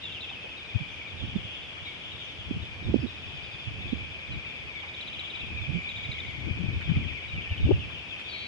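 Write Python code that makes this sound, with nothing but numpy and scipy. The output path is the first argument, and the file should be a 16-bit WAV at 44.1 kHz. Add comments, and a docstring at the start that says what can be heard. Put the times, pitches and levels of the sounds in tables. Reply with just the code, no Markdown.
"""High, slurred trills from a flock of waxwings in berry trees. Each trill is a string of short whistles:
near birds stand out note by note, the far ones melt into a shimmering chorus among the trunks.
Wind buffets the two microphone ports and twigs tick, over outdoor hiss and a faint far tone.
At the end one bird sounds both sides of its syrinx in a buzzy two-voiced whistle."""
import sys
import numpy as np
from scipy import signal
from scipy.fft import rfft, irfft, next_fast_len
from scipy.io import wavfile
from scipy.ndimage import uniform_filter1d

SR = 44100
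rng = np.random.default_rng(int(sys.argv[2]) if len(sys.argv) > 2 else 0)


def transcribe(u):
    """Save the signal u as a 16-bit wav file named by the first command-line argument.

    u: samples, shape (n,) or (channels, n), limited to [-1, 1]; the rate is SR.
    q: integer samples, one column per channel.
    """
    v = np.clip(np.atleast_2d(u).T, -1, 1)
    q = np.round(v * 32767).astype(np.int16)
    wavfile.write(sys.argv[1], SR, q)


N = 373527
TIME = np.arange(N) / SR

# trills; the faint rows above 5 kHz are overtones of the birds' lower notes:
# first note t/s, last note t/s, pace/(notes per s), speed-up/0-1,
# first top f/Hz, last top f/Hz, fall of a note/Hz, fall time/s, level/dB, crescendo/dB
TRILLS = [(0.026, 1.052, 15.6, 0.08, 2938, 2424, 198, 0.033, -44, -2),
          (0.891, 1.624, 10.8, 0.08, 3813, 3764, 549, 0.047, -50.5, 8),
          (1.997, 2.29, 10.4, 0, 3630, 3710, 600, 0.027, -47.5, -3),
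          (2.841, 3.605, 12, 0, 5290, 5130, 350, 0.028, -59.5, 5),
          (3.083, 3.534, 11.2, 0.04, 3760, 3780, 546, 0.046, -50.5, 4),
          (3.192, 3.617, 14, 0.07, 2580, 2520, 240, 0.036, -52, 12),
          (4.189, 4.51, 12.5, 0.06, 2555, 2440, 455, 0.019, -49, 5),
          (4.945, 5.404, 17.4, 0.19, 4016, 3980, 615, .014, -42, 3),
          (5.422, 6.29, 15, 0, 2744, 2356, 181, .025, -43, 0),
          (5.748, 6.453, 14, 0, 7380, 6670, 450, 0.027, -67, 0),
          (5.893, 6.271, 13.2, 0, 4016, 3960, 618, .025, -43, -1),
          (6.617, 7.277, 12.7, 0.05, 3420, 3170, 399, 0.049, -50, 1),
          (6.779, 7.239, 12.4, 0.07, 2563, 2457, 480, 0.021, -46.5, 1),
          (7.336, 7.797, 13, 0.12, 3260, 3093, 501, .036, -41.5, 2.5),
          (7.75, 8.059, 13, 0.08, 3960, 3850, 497, 0.021, -56, 8)]
# single calls and, in the faint rows above 5 kHz, overtones of the birds' lower notes:
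# t/s, top f/Hz, fall/Hz, fall time/s, level/dB
CHIRPS = [(.041, 3880, 682, 0.059, -40), (.126, 3800, 928, 0.047, -42), (.213, 4120, 876, 0.037, -39.5),
          (.301, 3730, 860, 0.049, -43.5), (.89, 3675, 473, 0.034, -46.5), (1.879, 2340, 130, 0.031, -43),
          (3.884, 3640, 420, 0.02, -44.5), (4.323, 4200, 635, .035, -49.5), (4.586, 3740, 402, 0.026, -52),
          (4.772, 3600, 484, 0.057, -47), (4.889, 3900, 504, .008, -43.5), (7.284, 3870, 250, 0.024, -49),
          (7.47, 1893, 160, 0.081, -52), (.92, 6260, 350, .035, -62), (2.24, 6150, 200, .03, -62),
          (3.005, 5250, 300, .022, -55)]
# the upward flick that opens a note: top f/Hz, climb/Hz
FLICK = [(2400, 354), (4000, 1060)]


def near_birds(side_db=2.3, quiver_db=4.0, near_db=-45, far_db=-58):
    """The lead: trills, single calls and faint overtones above 5 kHz. Fainter notes carry more echo."""
    near, far = np.zeros((2, 2, N))
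    notes = [note for row in TRILLS for note in trill(*row)] + list(CHIRPS)
    for s, top_hz, fall_hz, fall_s, db in notes:
        rise_s, note = slur(top_hz, fall_hz, fall_s, .012, rise_hz=curve(FLICK, top_hz), drop_share=.3)
        sound = panned(amp(db) * note, side_db)
        nearness = np.interp(db, [far_db, near_db], [0, 1])
        add(near, s - rise_s, nearness * sound)
        add(far, s - rise_s, (1 - nearness) * sound)
    near *= amp(quiver_db * drift(140))
    return woods(near, echo_db=-9.5, t60=.5) + woods(far, echo_db=-3, t60=.6)


def trill(first_s, last_s, rate, hurry, first_hz, last_hz, fall_hz, fall_s, db, crescendo_db):
    """A run of notes or overtones, as rows like those of CHIRPS: the pitch glides, the level arches."""
    progress = np.linspace(0, 1, round((last_s - first_s) * rate) + 1)
    detune, accent_db, stretch = rng.standard_normal(size=(30, 3))[:len(progress)].T
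    times = first_s + (last_s - first_s) * (progress + hurry * progress * (1 - progress))
    glide_hz = first_hz + (last_hz - first_hz) * progress ** 0.684  # moves fastest at the start
    tops = glide_hz * (1 + 0.0127 * detune)
    soft_ends_db = -1.5 * (2 * progress - 1) ** 2
    levels = db + crescendo_db * (progress - .5) + soft_ends_db + accent_db
    return list(zip(times, tops, fall_hz * np.exp(.08 * stretch), fall_s * np.exp(.16 * stretch), levels))


def slur(top_hz, fall_hz, fall_s, rise_s, rise_hz, drop_share, drop_s=0.0073, dip_s=0.016):
    """One whistled note: it climbs, drops to a shoulder, slides and dips. Returns rise time and sound."""
    t = np.arange(-rise_s, fall_s + dip_s, 1 / SR)
    falling = np.clip(t, 0, fall_s)
    sag = drop_share * (1 - np.exp(-falling / drop_s)) + (1 - drop_share) * falling / fall_s
    flick_hz = rise_hz * np.minimum(t, 0) / rise_s
    dip_hz = 0.92 * rise_hz * np.maximum(t - fall_s, 0) / dip_s
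    phase = 2 * np.pi * np.cumsum(top_hz - fall_hz * sag + flick_hz - dip_hz) / SR
    swell = np.interp(t, [-rise_s, -rise_s / 2, fall_s / 2, fall_s, fall_s + dip_s], [0, 1, 1, .9, 0])
    return rise_s, swell * (np.sin(phase) + amp(-30) * np.sin(2 * phase))  # a sine with a faint octave


# the closing whistle, one pitch for each side of the syrinx: t/s, upper f/Hz, lower f/Hz, level/dB
WHISTLE = [(8.28, 4540, 4120, -66), (8.295, 4600, 4007, -45), (8.32, 4350, 3720, -45),
           (8.34, 4280, 3940, -43), (8.36, 4300, 3890, -45.5), (8.445, 4420, 3940, -46),
           (8.47, 4250, 3910, -47)]


def whistle(lower_db=-1.0, waver_hz=30):
    """Both sides of the syrinx sound at once and beat into a buzz."""
    t = np.arange(WHISTLE[0][0], WHISTLE[-1][0], 1 / SR)
    upper = sine(curve(WHISTLE, t, column=1) + waver_hz * drift(200)[:len(t)])
    lower = sine(curve(WHISTLE, t, column=2) + waver_hz * drift(200)[:len(t)])
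    buzz = amp(curve(WHISTLE, t, column=3)) * (upper + amp(lower_db) * lower)
    out = np.zeros((2, N))
    add(out, t[0], panned(buzz, side_db=2))
    return woods(out, echo_db=-8, t60=0.43)


# fader and pitch ride of the low chorus: t/s, level/dB before low_db, f/Hz before lift_hz
LOW_VOICES = [(0.3, -53, 2540), (0.8, -49, 2362), (1.64, -54, 2460), (1.85, -50.5, 2336), (2.17, -53, 2476),
              (2.76, -49.5, 2379), (3.03, -49.5, 2482), (4.49, -45, 2400), (4.78, -45, 2313),
              (5.12, -47.5, 2400), (5.74, -42, 2430), (5.94, -43.5, 2370), (6.42, -46, 2247),
              (6.51, -44.5, 2434), (7.44, -43.5, 2385), (7.76, -48.5, 2502), (8.13, -45.5, 2504),
              (8.47, -45, 2398)]
# fader ride of the far wash and, raised by high_db, the high chorus: t/s, level/dB
HIGH_VOICES = [(0.42, -50), (0.78, -51.5), (1.52, -47), (1.79, -49.5), (2.21, -48), (2.91, -53.5),
               (3.36, -50.5), (4.27, -51.5), (4.77, -52.5), (5.2, -47), (5.55, -51), (5.85, -49.5),
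               (6.09, -50), (6.43, -51.5), (6.7, -53), (6.97, -49), (7.37, -52.5), (8.47, -48)]
# colour of the far wash, voices blurred by the wood: f/Hz, relative level/dB
FAR_WASH = [(1700, -49), (2100, -2), (2300, -0.5), (2800, 0.5), (3350, -4), (3650, -16.5), (3950, -20.5),
            (4500, -42)]


def flock(low_db=4, high_db=5, lift_hz=140):
    """A low and a high chorus, and behind them a wash of birds too many and too far to tell apart."""
    low_hz, high_hz = curve(LOW_VOICES, TIME, column=2) + lift_hz, np.full(N, 3580.)
    low = chorus(low_hz, fall_hz=203.3, fall_s=0.02575, rate=14, spread=0.0315, uneven_db=3.0, birds=3)
    high = chorus(high_hz, fall_hz=581.5, fall_s=.036, rate=12, spread=.042, uneven_db=3.5, birds=4)
    wash = unit_rms(noise(FAR_WASH, likeness=0.57))
    low_layer = amp(curve(LOW_VOICES, TIME) + low_db) * low
    high_layer = amp(curve(HIGH_VOICES, TIME)) * (amp(high_db) * high + wash)
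    return panned(low_layer + high_layer, side_db=3.0)


def chorus(top_hz, fall_hz, fall_s, rate, spread, uneven_db, birds):
    """Several birds trill on, each at its own pace and place; the blend is held at a steady level."""
    out = np.zeros((2, N))
    for _ in range(birds):
        pace, place, offset = rng.uniform(-1, 1, 3)
        for k, (late, detune, accent, stretch) in enumerate(rng.standard_normal(size=(170, 4))):
            s = (k + offset + .08 * late) / (rate * (1 + .15 * pace))
            if 0 <= s < TIME[-1]:
                hz = top_hz[int(s * SR)] * (1 + spread * detune)
                slide_s = fall_s * np.exp(0.1977 * stretch)
                rise_s, note = slur(hz, fall_hz, slide_s, rise_s=.013, rise_hz=fall_hz, drop_share=0.133)
                add(out, s - rise_s, panned(amp(uneven_db * accent) * note, side_db=5 * place))
    out = woods(out, echo_db=-4, t60=.7, lead_s=.00018)
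    running_power = uniform_filter1d((out ** 2).mean(0), size=SR // 4)
    return out / np.sqrt(running_power + 1e-9)


# gusts that swell and die away: peak t/s, half width/s, level/dB, left-right/dB
GUSTS = [(1.31, .09, -36.5, -1.5), (2.549, 0.077, -34, -4.5), (2.931, 0.061, -28.5, -6.5),
         (3.3, 0.15, -46, 6), (3.85, 0.13, -36.5, -4), (4.34, 0.034, -37, -2), (4.6, .2, -53.5, 0),
         (5.49, 0.047, -41, 1), (5.72, 0.066, -34.5, -15), (6.1, .13, -40, -1.5), (6.6, 0.16, -32.5, 5),
         (6.979, 0.074, -29, 3.5), (7.37, 0.059, -34, 0.5), (7.68, 0.049, -23.5, 4), (7.84, 0.059, -38, -1)]
# colour of wind over a port: f/Hz, relative level/dB
RUMBLE = [(20, -19), (45, -10.5), (75, 4.5), (130, -1.5), (220, -12), (320, -15.5), (600, -33), (1500, -44),
          (4000, -90)]
# colour of the flutter in a strong gust: f/Hz, relative level/dB
FLUTTER = [(60, -30), (150, 2), (280, 1), (420, -12.5), (700, -19), (1200, -51), (4000, -75)]


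def wind(breeze_db=-52.5, lump_db=4.0, flutter_db=-11, strong_db=-27, flutter_growth=1.84):
    """Lumpy turbulence at each port: rumble follows the gusts, flutter grows faster than they do."""
    power = amp(breeze_db) ** 2
    for s, width, db, side_db in GUSTS:
        fade = np.exp(-abs(TIME - s) / width)
        swell = 2 * fade / (1 + fade ** 2)
        power = power + panned(amp(db) * swell, side_db) ** 2
    lumps = unit_rms(amp(lump_db * np.array([drift(31), drift(13.3)])))
    force = np.sqrt(power) * lumps
    rumble = force * unit_rms(noise(RUMBLE, likeness=0.19))
    flutter_gain = amp(strong_db + flutter_db) * (force / amp(strong_db)) ** flutter_growth
    return rumble + flutter_gain * unit_rms(noise(FLUTTER, likeness=0.082))


# the hardest thumps within the gusts: t/s, level/dB, centre f/Hz, half width/s, left-right/dB
BUFFETS = [(0.761, -15, 95.7, 0.0086, 33), (0.817, -27.5, 169, 0.012, -22),
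           (1.363, -18, 190.6, 0.0069, -25), (2.513, -19.5, 233, 0.0035, -25), (2.57, -23, 158, 0.0066, 0),
           (2.89, -24.5, 206.3, 0.0092, -19), (2.944, -7.5, 327.6, 0.0023, -37),
           (2.96, -15, 259, 0.0052, -34), (3.046, -22.5, 287, 0.014, -29), (3.681, -25, 103, 0.0096, -25),
           (3.932, -17, 246.8, 0.0046, -33), (5.617, -28.5, 100, 0.019, -25),
           (5.698, -24.5, 129.4, 0.014, -23), (5.763, -24, 169.7, 0.024, -30),
           (6.096, -26.5, 136, 0.0073, -20), (6.511, -19.5, 89, 0.0059, 32), (6.61, -26, 165.5, 0.017, 20),
           (6.768, -21.5, 86, 0.013, 2), (6.898, -17.5, 133.3, 0.0085, 26),
           (6.917, -13.5, 160.9, 0.0058, 25), (6.972, -16, 115.6, 0.011, -2),
           (7.521, -20.5, 85.3, 0.011, 1.5), (7.646, -14, 81.4, .018, -4), (7.694, -15.5, 364, 0.0042, 30),
           (7.712, -11, 320.3, 0.0064, 27), (7.717, -18, 622.4, 0.0025, 22),
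           (7.736, -13.5, 101.6, 0.016, -2)]


def buffets(churn=0.1926, churn_hz=200, steepen=.22):
    """A large eddy shoves the air back and forth for a few cycles; the wave steepens at its height."""
    out, t = np.zeros((2, N)), np.arange(-SR // 20, SR // 20) / SR
    for s, db, hz, width, side_db in BUFFETS:
        swell = signal.windows.tukey(len(t), .5) / np.cosh(np.pi / 2 * t / width)
        cycles = [rng.random() + np.cumsum(hz * (1 + churn * drift(churn_hz, len(t)))) / SR
                  for port in range(2)]
        phase = 2 * np.pi * np.array(cycles)
        thump = swell * np.sin(phase + steepen * swell * np.sin(phase))
        add(out, s + t[0], panned(amp(db) * thump, side_db))
    return out


# twig ticks: t/s, level/dB, centre f/Hz
TICKS = [(0.307, -44, 800), (0.442, -41, 595), (1.769, -45.5, 1400), (4.833, -42.5, 1000),
         (5.227, -49, 1000), (5.368, -45, 1500), (6.809, -39.5, 1800), (6.893, -44, 1400),
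         (6.956, -48, 1210), (7.899, -46, 1260), (8.194, -40, 2200)]


def twigs(decay_s=0.021, band_ratio=1.83):
    """Dull taps and dry little snaps as the birds pull at the berries."""
    out, t = np.zeros((2, N)), TIME[:SR // 20]
    edge = np.sqrt(band_ratio)
    for s, db, hz in TICKS:
        band = signal.butter(2, [hz / edge, hz * edge], "bandpass", fs=SR, output="sos")
        burst = unit_rms(signal.sosfilt(band, rng.standard_normal((2, len(t)))))
        add(out, s, amp(db) * np.exp(-t / decay_s) * burst)
    return out


def hum(hz=667, db=-69, waver_hz=4, fade_db=3):
    """A faint, far tone that wavers and fades in and out."""
    return amp(db + fade_db * drift(1.5)) * sine(hz + waver_hz * drift(7.7))


# the bed of outdoor hiss: f/Hz, level/(dB per Hz)
HISS = [(20, -110), (50, -84), (85, -72.5), (200, -80), (350, -80.5), (680, -82.5), (1000, -85),
        (1400, -85), (1900, -83), (4000, -92.5), (5000, -92.5), (6300, -102), (8000, -110.5), (11000, -114)]


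def air():
    """Outdoor hiss, much alike at both ports in the bass and wide in the treble."""
    likeness = np.interp(np.fft.rfftfreq(N, 1 / SR), [60, 300, 1200, 2400], [0.7, 0.76, 0.28, 0.16])
    return noise(HISS, likeness)


def woods(x, echo_db, t60, lead_s=.00004):
    """The direct sound reaches the left port first; trunks and branches add a tail of sparse echoes."""
    t = TIME[:SR]
    direct = np.array([np.interp(TIME + lead_s, TIME, x[0]), x[1]])
    echoes = rng.standard_normal((2, SR)) * (rng.random((2, SR)) < .05)
    tail = echoes * amp(-60 * t / t60) * (1 - np.exp(-t / 0.015))
    tail /= np.linalg.norm(tail, axis=1, keepdims=True)
    return direct + amp(echo_db) * signal.fftconvolve(x, tail, axes=1)[:, :N]


def noise(spectrum, likeness):
    """Stereo noise with a given level per Hz; likeness is the correlation of its channels."""
    hz, db = np.transpose(spectrum)
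    gain = amp(np.interp(np.log(np.fft.rfftfreq(N, 1 / SR) + 1), np.log(hz), db))
    left, other = rfft(rng.standard_normal((2, N)))
    right = likeness * left + np.sqrt(1 - likeness ** 2) * other
    return irfft(np.array([left, right]) * gain, N) * np.sqrt(SR / 2)


def drift(hz, size=N):
    """Smooth random motion of rms 1, at rates up to about hz."""
    full = next_fast_len(size)
    lowpass = np.exp(-(np.fft.rfftfreq(full, 1 / SR) / hz) ** 2)
    return unit_rms(irfft(rfft(rng.standard_normal(full)) * lowpass, full)[:size])


def panned(x, side_db):
    """Shares a sound between left and right at constant power."""
    return unit_rms(amp([[side_db / 2], [-side_db / 2]])) * x


def add(mix, s, sound):
    """Adds a stereo sound at time s."""
    start = round(s * SR)
    sound = sound[:, max(-start, 0):]
    part = mix[:, max(start, 0):][:, :sound.shape[1]]
    part += sound[:, :part.shape[1]]


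def curve(table, at, column=1):
    """One column of a table, joined by straight lines along the first."""
    columns = np.transpose(table)
    return np.interp(at, columns[0], columns[column])


def sine(hz):
    return np.sin(2 * np.pi * np.cumsum(hz) / SR)


def amp(db):
    return 10 ** (np.asarray(db) / 20)


def unit_rms(x):
    return x / np.sqrt(np.mean(x ** 2) + 1e-20)


def scene():
    """Birds in front, wind on the ports, twigs and a quiet bed behind."""
    return near_birds() + flock() + whistle() + wind() + buffets() + twigs() + hum() + air()


def record(dry):
    """The recorder's band limit cuts the top end at 10950 Hz."""
    lowpass = signal.firwin(511, 10950, window=("kaiser", 9), fs=SR)
    return signal.oaconvolve(dry, lowpass[None], "same")


dry = scene()
out = record(dry)
transcribe(out)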